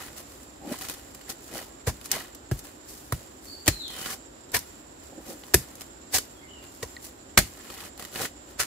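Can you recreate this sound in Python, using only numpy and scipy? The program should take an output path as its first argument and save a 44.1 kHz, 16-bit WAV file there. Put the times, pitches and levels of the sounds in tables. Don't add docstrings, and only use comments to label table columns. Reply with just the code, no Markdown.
import sys
import numpy as np
from scipy import signal
from scipy.fft import rfft, irfft, next_fast_len
from scipy.io import wavfile

SR = 44100
rng = np.random.default_rng(int(sys.argv[2]) if len(sys.argv) > 2 else 0)


def store_pcm(level_fs):
    pcm = np.round(np.clip(level_fs, -1, 1) * 32767).astype(np.int16)
    wavfile.write(sys.argv[1], SR, np.atleast_2d(pcm).T)


N = 381906
TIME = np.arange(N) / SR

# (frequency [Hz], correlation [1])
NEAR_LIKENESS = [(60, -0.1), (130, 2.1), (250, 0.7), (500, 1), (1000, 0.74), (2000, 0.5), (5000, -0.08),
                 (15000, 0.17)]
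# (frequency [Hz], left minus right [dB])
NEAR_BALANCE = [(200, 0), (550, -1), (780, -4), (1000, 2.5), (1250, -5.5), (2100, 0), (3000, 1), (4600, 1),
                (7000, -5), (10000, 2.5), (14000, 2)]
# (frequency [Hz], relative density [dB])
CLOD_SPECTRUM = [(110, -1), (210, -10), (450, -1.5), (750, 2), (1000, -15), (1600, -11), (3000, -85)]
# (frequency [Hz], relative density [dB])
GRIT_SPECTRUM = [(450, -57), (850, -12.5), (1050, 4.5), (1250, -6), (1750, 5.5), (2600, -2), (3500, -6),
                 (5000, -6), (9000, -24)]
# (frequency [Hz], relative density [dB])
LEAF_SPECTRUM = [(800, -48), (2000, -3.5), (3000, -4.5), (4500, 2.5), (7500, 4), (11000, 3.5), (14500, 1.5),
                 (16000, -1)]
# (time [s], entry [s], travel [s], stop t60 [s], clod level [dB], grit level [dB],
#   leaf level [dB], leaf top-treble gain [dB], ring pitch [Hz], ring level [dB], heave level [dB],
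#   thud level [dB], root knock mid pitch [Hz], root knock level [dB])
BLOWS = [(1.872, 0.0067, 0.028, 0.034, -33, -35, -31.5, -1.5, 780, -35, -27, -22, 483, -25),
         (2.514, 0.0019, 0.0044, 0.024, -30, -40, -35.5, -1, 1630, -36, -28, -18.5, 357, -26),
         (3.124, 0.002, 0.0027, 0.025, -24, -29, -25, 4.5, 1040, -29, -30.5, -25, 275, -34),
         (3.6797, 0.0032, 0.0055, 0.04, -19, -17.5, -13.5, -1, 1970, -33, -25.5, -21, 328, -15.5),
         (4.546, .011, .02, 0.065, -30, -23.5, -24, 2.5, 980, -35, -33.5, -82, 690, -40),
         (5.5427, 0.001, 0.005, 0.0073, -16.5, -15.5, -7, 7.5, 1740, -20, -22.5, -28, 377, -13.5),
         (6.146, 0.018, 0.029, 0.068, -33, -29.5, -20.5, -3.5, 780, -45, -40.5, -41.5, 782, -28.5),
         (6.829, 0.0047, 0.0079, 0.051, -35, -39, -34, -7, 985, -41, -40.5, -42, 476, -26.5),
         (7.376, 0.002, 0.0062, 0.062, -15.5, -10, -11, -2, 1660, -41, -22, -24, 201, -26),
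         (8.602, 0.012, .016, .11, -34, -26, -23.5, -5.5, 1350, -34, -41, -63.5, 475, -45)]


def chops(sag_db=7.0, ring_q=28.0, sheen_hz=9000):
    texture = fractures(per_s=2700, spread_db=0.0, ring_s=0.00054, bed=0.66)
    clod = near_noise(CLOD_SPECTRUM, texture)
    grit = near_noise(GRIT_SPECTRUM, texture)
    leaf = near_noise(LEAF_SPECTRUM, texture)
    sheen = signal.sosfiltfilt(signal.butter(2, sheen_hz, "high", fs=SR, output="sos"), leaf)
    crumbs = fractures(per_s=400, spread_db=2.0, ring_s=.001, bed=.3)
    out = np.zeros((2, N))
    for s, entry_s, travel_s, t60, clod_db, grit_db, leaf_db, sheen_db, ring_hz, ring_db, *_ in BLOWS:
        span = slice(int((s - .08) * SR), int((s + .25) * SR))
        t = TIME[span] - s
        entry_db = 20 * np.minimum(t, 0) / entry_s
        slowing_db = sag_db * np.clip(t / travel_s, 0, 1)
        stop_db = 60 * np.maximum(t - travel_s, 0) / t60
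        force = from_db(entry_db - slowing_db - stop_db)
        force = force * np.where(t > travel_s, crumbs[span], 1)
        ring = signal.lfilter(*signal.iirpeak(ring_hz, ring_q, fs=SR), grit[:, span])
        tear = leaf[:, span] + (from_db(sheen_db) - 1) * sheen[:, span]
        layers = [(clod[:, span], clod_db), (grit[:, span], grit_db), (ring, ring_db), (tear, leaf_db)]
        for sound, level_db in layers:
            out[:, span] += driven(sound, force) * from_db(level_db)
    return out


# (mid pitch [Hz], swell [s])
GROUND_MODES = [(78, 0.0097), (128, 0.006)]
# (frequency [Hz], relative density [dB])
EARTH_SPECTRUM = [(20, -33.5), (33, -19.5), (50, 3.5), (85, -5.5), (130, -7.5), (220, -15), (400, -24),
                  (900, -39)]
# (frequency [Hz], correlation [1])
EARTH_LIKENESS = [(30, .9), (100, .96)]
GROUND_LAG_S = 0.00074
SETTLE_DB, SETTLE_T60_S = -2, 0.18


def ground(knock_swell_s=0.0032, droop=0.13, knock_droop=0.097, settle_start_s=.012):
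    out = np.zeros((2, N))
    earth = noise(EARTH_SPECTRUM, EARTH_LIKENESS, NEAR_BALANCE)
    for s, *_, heave_db, thud_db, knock_hz, knock_db in BLOWS:
        heave = thump(*GROUND_MODES[0], heave_db, droop)
        thud = thump(*GROUND_MODES[1], thud_db, droop)
        add(out, s + GROUND_LAG_S, heave - thud)
        add(out, s + GROUND_LAG_S, thump(knock_hz, knock_swell_s, knock_db, knock_droop))
        settling = swell(s + settle_start_s, settle_start_s / 2, SETTLE_T60_S)
        out += from_db(heave_db + SETTLE_DB) * driven(earth, settling)
    return out


# (frequency [Hz], relative density [dB])
CATCH_SPECTRUM = [(250, -33), (500, -2.5), (800, -4.5), (1100, -3), (1800, -3), (3000, -8.5), (6000, -10)]
KNOCK_DB = -3


def raking(leaf_trim_db=1.5, blade_db=-4.0):
    soil, leaf = litter(fractures(per_s=500, spread_db=3.0, ring_s=.001, bed=.5))
    catches = near_noise(CATCH_SPECTRUM, fractures(per_s=130, spread_db=2.2, ring_s=.001, bed=.05))
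    ringing = from_db(blade_db) * blade_ring(catches)
    soil = rms_one(soil + ringing + from_db(KNOCK_DB) * crumb_knocks())
    soil_force, leaf_force = stirring()
    return soil * soil_force + leaf * leaf_force * from_db(leaf_trim_db)


# (peak time [s], swell [s], fade t60 [s], soil level [dB], leaf level [dB])
CUTS_AND_SWEEPS = [(.02, 0.3, 0.57, -45, -46), (.18, 0.037, 0.23, -45, -44), (.3, .1, 1.2, -57.5, -55),
                   (.732, 0.096, 0.33, -41, -43.5), (.825, 0.085, 0.51, -44, -42),
                   (0.894, 0.096, 0.51, -44, -45), (1.1, .15, 3.2, -60, -60), (1.3, 0.019, 0.1, -36.5, -35),
                   (1.47, 0.12, 0.16, -78, -53), (1.57, 0.094, 0.36, -38.5, -41),
                   (2.06, 0.034, 0.08, -49, -42.5), (2.136, 0.037, 0.38, -31.5, -36.5),
                   (2.594, 0.035, 0.05, -60, -44), (2.646, 0.025, 0.38, -50, -49.5),
                   (2.89, 0.044, 1.2, -58, -48.5), (3.46, 0.09, 1.1, -66, -52.5),
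                   (5.03, 0.094, 1.5, -65, -61), (5.301, 0.085, 0.26, -46.5, -43),
                   (5.49, 0.24, 0.35, -56.5, -54.5), (5.81, 0.14, 0.35, -58, -57),
                   (6.64, 0.048, 0.14, -51, -56.5), (6.75, 0.18, 1.6, -65, -56.5),
                   (7.044, 0.043, 0.22, -54.5, -43), (8.0, 0.034, 0.62, -48, -49),
                   (8.51, 0.072, 0.18, -53.5, -56)]
# (start [s], stop [s], soil level [dB], leaf level [dB], unused [dB], unused [dB])
DRAGS = [(3.907, 4.137, -40.5, -40, -43, -58), (7.55, 7.877, -46, -49, -48, -36),
         (8.129, 8.255, -34, -36, -34, -60)]
SHOWER_DB, SHOWER_FOLLOWS, SHOWER_T60_S = -53, 0.32, 1
SHOWER_SOIL_DB = -1.5


def stirring(shower_delay_s=0.017):
    moves = []
    for s, rise_s, t60, soil_db, leaf_db in CUTS_AND_SWEEPS:
        moves.append((swell(s, rise_s, t60), soil_db, leaf_db))
    for start_s, stop_s, soil_db, leaf_db, *_ in DRAGS:
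        moves.append((effort(start_s, stop_s), soil_db, leaf_db))
    times, _, _, _, _, grit_db, *_ = np.transpose(BLOWS)
    showers_db = SHOWER_DB + SHOWER_FOLLOWS * (grit_db - grit_db.mean())
    for s, db in zip(times, showers_db):
        shower = swell(s + shower_delay_s, shower_delay_s / 2, SHOWER_T60_S)
        moves.append((shower, db + SHOWER_SOIL_DB, db))
    soil = np.sqrt(sum((shape * from_db(db)) ** 2 for shape, db, _ in moves))
    leaf = np.sqrt(sum((shape * from_db(db)) ** 2 for shape, _, db in moves))
    return soil, leaf


DRAG_BUILD_SHARE, DRAG_BUILD_DB, DRAG_RELEASE_T60_S = 0.78, 10.5, 0.082
DRAG_GRIP_S = 0.019


def effort(start_s, stop_s):
    built = np.clip((TIME - start_s) / (DRAG_BUILD_SHARE * (stop_s - start_s)), 0, 1)
    release_db = 60 * np.clip(TIME - stop_s, 0, 1) / DRAG_RELEASE_T60_S
    grip = np.clip((TIME - start_s) / DRAG_GRIP_S + 1, 0, 1)
    return from_db(DRAG_BUILD_DB * (built - 1) - release_db) * grip


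KNOCKS_PER_S, KNOCK_SPREAD_DB = 260, 3.5
KNOCK_CYCLES = 14
KNOCK_LOW_HZ, KNOCK_HIGH_HZ = 518, 3100


def crumb_knocks(count=18):
    sizes = from_db(KNOCK_SPREAD_DB * np.minimum(rng.exponential(1, N), 3))
    sizes = (rng.random(N) < KNOCKS_PER_S / SR) * sizes
    clicks = sizes * (1 + .4 * rng.standard_normal((2, N)))
    dealt = rng.integers(0, count, N)
    out = 0
    for k, hz in enumerate(np.geomspace(KNOCK_LOW_HZ, KNOCK_HIGH_HZ, count)):
        radius = from_db(-60 * hz / (KNOCK_CYCLES * SR))
        turn = radius * np.cos(2 * np.pi * hz / SR)
        struck = clicks * (dealt == k) + 1e-18
        out = out + signal.lfilter([1, -turn], [1, -2 * turn, radius ** 2], struck)
    return rms_one(out)


# (time [s], body level [dB], crack level [dB])
SNAPS = [(0.082, -40, -46), (.43, -68.5, -45), (0.722, -41, -36), (.811, -35.5, -37), (0.85, -37, -38),
         (.885, -38, -33), (0.897, -33.5, -29), (0.938, -55, -39), (1.148, -50.5, -39), (1.212, -43, -47),
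         (1.292, -43, -39), (2.012, -41.5, -44), (2.1155, -31.5, -14.5), (2.348, -55, -39),
         (3.66, -38, -34), (3.668, -28, -31), (3.88, -46, -37), (3.903, -40, -41), (3.963, -42, -40),
         (3.97, -44, -46), (3.993, -38, -46), (4.014, -34, -38), (4.059, -29, -37), (4.518, -55, -39),
         (4.566, -33, -22), (4.59, -58, -30.5), (5.436, -40.5, -59), (5.538, -26.5, -23), (5.754, -57, -41),
         (5.809, -41, -36.5), (5.817, -41, -38.5), (6.184, -26.5, -20.5), (7.388, -19.5, -14),
         (7.702, -35.5, -42), (7.804, -39, -42), (7.977, -44, -42), (7.995, -36, -37), (8.024, -36, -37),
         (8.05, -37, -38), (8.158, -29, -36)]


def snaps(t60=0.031):
    soil, leaf = litter(fractures(per_s=3000, spread_db=2.5, ring_s=.0003, bed=.4))
    out = np.zeros((2, N))
    decay = from_db(-60 * TIME[:SR // 8] / t60)
    for s, body_db, crack_db in SNAPS:
        span = slice(int(s * SR), int(s * SR) + len(decay))
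        out[:, span] += driven(soil[:, span], decay) * from_db(body_db)
        out[:, span] += driven(leaf[:, span], decay) * from_db(crack_db)
    return out


# (frequency [Hz], relative density [dB])
SOIL_SPECTRUM = [(100, 5), (220, 8.5), (400, 5.5), (750, -7), (1200, -1.5), (1900, -11), (2800, -9.5),
                 (4500, -2.5), (9000, -51)]


def litter(texture):
    soil = near_noise(SOIL_SPECTRUM, texture)
    leaf = near_noise(LEAF_SPECTRUM, texture)
    return rms_one(soil + blade_ring(soil)), leaf


# (frequency [Hz], width [Hz], relative level [dB])
BLADE_MODES = [(507, 77, -5), (765, 12, 11.5), (1060, 70, -1.5), (1440, 290, -4), (1786, 220, -4),
               (1977, 270, 3.5), (2474, 79, 4.5), (2885, 180, 2.5)]


def blade_ring(sound):
    ringing = 0
    for hz, width_hz, db in BLADE_MODES:
        ringing = ringing + from_db(db) * signal.lfilter(*signal.iirpeak(hz, hz / width_hz, fs=SR), sound)
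    return rms_one(ringing)


# (time [s], half length [s], level [dB])
SCUFFS = [(0.68, 0.039, -38.5), (0.72, 0.0077, -37.5), (1.562, 0.033, -42.5), (4.05, 0.12, -58.5),
          (5.128, .006, -44), (5.185, 0.021, -44), (5.308, 0.03, -42.5), (8.2, 0.03, -53)]
# (frequency [Hz], relative density [dB])
SCUFF_SPECTRUM = [(70, -25), (150, -5), (230, 3), (330, 4.5), (430, -6.5), (540, 4), (660, -10.5),
                  (800, 0.5), (1050, -31), (2000, -54)]
# (time [s], frequency [Hz], level [dB])
BUMPS = [(.711, 530, -31), (.718, 255, -29), (5.176, 290, -42), (5.294, 336, -30.5)]
# (time [s], level [dB])
TAPS = [(6.828, -31), (6.966, -32.5)]
# (frequency [Hz], swell [s], relative level [dB])
TAP_MODES = [(1925, 0.0023, -2), (2130, 0.0017, -10), (4200, 0.0005, 0)]


def handling(bump_swell_s=0.0024):
    pressure = sum(from_db(db) * np.exp(-((TIME - s) / half_s) ** 2 / 2) for s, half_s, db in SCUFFS)
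    out = pressure * near_noise(SCUFF_SPECTRUM)
    for s, hz, level_db in BUMPS:
        add(out, s, thump(hz, bump_swell_s, level_db))
    for s, level_db in TAPS:
        add(out, s, sum(thump(hz, swell_s, level_db + db) for hz, swell_s, db in TAP_MODES))
    return out


# (time [s], length [s], first pitch [Hz], last pitch [Hz], level before fade and echo [dB])
WHISTLES = [(3.454, 0.17, 4440, 4590, -44), (3.69, 0.25, 4115, 4180, -41.5),
            (3.781, 0.12, 4020, 3100, -36.5), (3.898, .16, 3150, 2950, -44.5),
            (4.322, 0.25, 5020, 5180, -68), (6.346, .06, 3290, 3300, -55.5),
            (6.405, 0.067, 2120, 2060, -52), (6.465, .19, 2980, 2716, -50)]
WHISTLE_FADE_DB = 9.5


def bird():
    out = np.zeros((1, N))
    wobble = 1 + .02 * drift(600)
    for s, length_s, first_hz, last_hz, level_db in WHISTLES:
        along = np.linspace(0, 1, int(length_s * SR))
        hz = first_hz + (last_hz - first_hz) * np.sin(along * np.pi / 2) ** 2
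        phase = 2 * np.pi * np.cumsum(hz * wobble[:len(along)]) / SR
        envelope = from_db(level_db - WHISTLE_FADE_DB * along) * signal.windows.tukey(len(along), .3)
        add(out, s, envelope * np.sin(phase))
    hoarse = out * (1 + .6 * drift(400))
    return .45 * hoarse + trees(hoarse, t60=.36, delay_s=.005, low_hz=800, high_hz=9000)


# (frequency [Hz], correlation [1])
FAR_LIKENESS = [(60, 1), (130, 0.81), (290, 0.84), (640, -0.24), (1410, -0.22), (3100, -0.1), (6820, 0.099),
                (15000, -0.064)]
# (frequency [Hz], left minus right [dB])
FAR_BALANCE = [(60, -1), (380, 1), (700, -4), (4400, -2.5), (7400, -9.5), (9500, 3), (15000, -3)]
# (frequency [Hz], relative density [dB])
RUSH_SPECTRUM = [(15, -46.5), (25, -22.5), (55, 2.5), (176, -9.5), (284, 1), (401, -4.5), (450, -10),
                 (553, -7), (606, -10), (894, -14.5), (1950, -20.5), (2090, -26), (2880, -26), (3880, -26),
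                 (6000, -34.5), (7800, -59), (13200, -120)]
# (frequency [Hz], relative density [dB])
FOLIAGE_SPECTRUM = [(3000, -20), (6000, -3), (9000, 0), (12000, -1), (15500, -7)]
# (frequency [Hz], relative density [dB])
INSECT_SPECTRUM = [(5800, -10), (6500, -19.5), (6780, 0.5), (6950, -8), (7200, 5), (7520, 2.5), (7800, -2),
                   (8200, -15), (9000, -47.5)]


def forest(rush_db=-50.5, foliage_db=-67.5, insect_db=-56.0):
    rush = from_db(rush_db + 0.28 * drift(21)) * noise(RUSH_SPECTRUM, FAR_LIKENESS, FAR_BALANCE)
    foliage = from_db(foliage_db) * noise(FOLIAGE_SPECTRUM, FAR_LIKENESS, FAR_BALANCE)
    chorus_db = insect_db + .5 * drift(2.47) + 2.0 * drift(54)
    insects = from_db(chorus_db) * noise(INSECT_SPECTRUM, FAR_LIKENESS, FAR_BALANCE)
    return rush + foliage + insects


def trees(x, t60, delay_s, low_hz, high_hz):
    t = TIME[:SR]
    echo = rng.standard_normal((2, SR)) * from_db(-60 * t / t60) * (1 - np.exp(-t / delay_s))
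    echo = signal.sosfilt(signal.butter(1, [low_hz, high_hz], "band", fs=SR, output="sos"), echo)
    echo = echo / np.sqrt(np.sum(echo ** 2) / 2)
    return signal.fftconvolve(np.atleast_2d(x), echo, axes=1)[:, :N]


def thump(hz, swell_s, level_db, droop=0):
    t = TIME[:SR // 4]
    pitch_hz = hz * (1 + droop * (2 * np.exp(-t / (2 * swell_s)) - 1))
    envelope = t / swell_s * np.exp(1 - t / swell_s)
    return from_db(level_db) * envelope * np.sin(2 * np.pi * np.cumsum(pitch_hz) / SR)


def fractures(per_s, spread_db, ring_s, bed):
    size = from_db(spread_db * np.minimum(rng.exponential(1, N), 4))
    energy = (rng.random(N) < per_s / SR) * size ** 2
    energy = signal.lfilter([1], [1, -np.exp(-1 / (ring_s * SR))], energy + 1e-18)
    return np.sqrt(energy / energy.mean() + bed)


def driven(sound, force):
    shaped = sound * force
    return shaped * np.sqrt(np.sum(force ** 2) / (np.sum(shaped.mean(axis=0) ** 2) + 1e-20))


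def swell(s, rise_s, t60):
    t = TIME[::16] - s
    level_db = np.minimum(20 * t / rise_s, -60 * t / t60)
    return np.repeat(from_db(np.maximum(level_db, -200)), 16)[:N]


def noise(spectrum, likeness, balance, texture=1):
    size = next_fast_len(N)
    hz = np.arange(size // 2 + 1) * SR / size
    mid, side = rfft(rng.standard_normal((2, N)) * texture, size)
    alike = np.clip(at_hz(likeness, hz), -.9, .999)
    sign = np.array([[1], [-1]])
    pair = mid + sign * side * np.sqrt((1 - alike) / (1 + alike))
    pair = pair * from_db(sign * at_hz(balance, hz) / 2)
    return rms_one(irfft(pair * from_db(at_hz(spectrum, hz)), size)[:, :N])


def near_noise(spectrum, texture=1):
    return noise(spectrum, NEAR_LIKENESS, NEAR_BALANCE, texture)


def drift(rate_hz):
    knots = rng.standard_normal(4096)
    return np.interp(TIME * rate_hz, np.arange(len(knots)), knots)


def at_hz(points, hz):
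    where, value = np.transpose(points)
    return np.interp(np.log(hz + 1), np.log(where), value)


def rms_one(x):
    return x / np.sqrt(np.mean(np.atleast_2d(x).mean(axis=0) ** 2) + 1e-20)


def from_db(db):
    return 10 ** (np.asarray(db) / 20)


def add(out, s, sound):
    start = max(round(s * SR), 0)
    part = out[:, start:start + sound.shape[-1]]
    part += sound[..., :part.shape[1]]


def scene():
    work = chops() + snaps() + raking()
    undergrowth = from_db(-13) * trees(work, t60=0.035, delay_s=.006, low_hz=295, high_hz=13900)
    treble = signal.sosfilt(signal.butter(2, 2300, "high", fs=SR, output="sos"), work)
    canopy = from_db(-15.0) * trees(treble, t60=0.22, delay_s=0.0033, low_hz=910, high_hz=11400)
    return work + undergrowth + canopy + ground() + handling() + bird() + forest()


CUTOFF_HZ = 15600


def record(dry):
    dry = signal.sosfilt(signal.butter(2, 34, "high", fs=SR, output="sos"), dry)
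    top_cut = signal.ellip(10, .2, 70, CUTOFF_HZ, fs=SR, output="sos")
    return signal.sosfilt(top_cut, np.clip(dry, -1, 1))


dry = scene()
out = record(dry)
store_pcm(out)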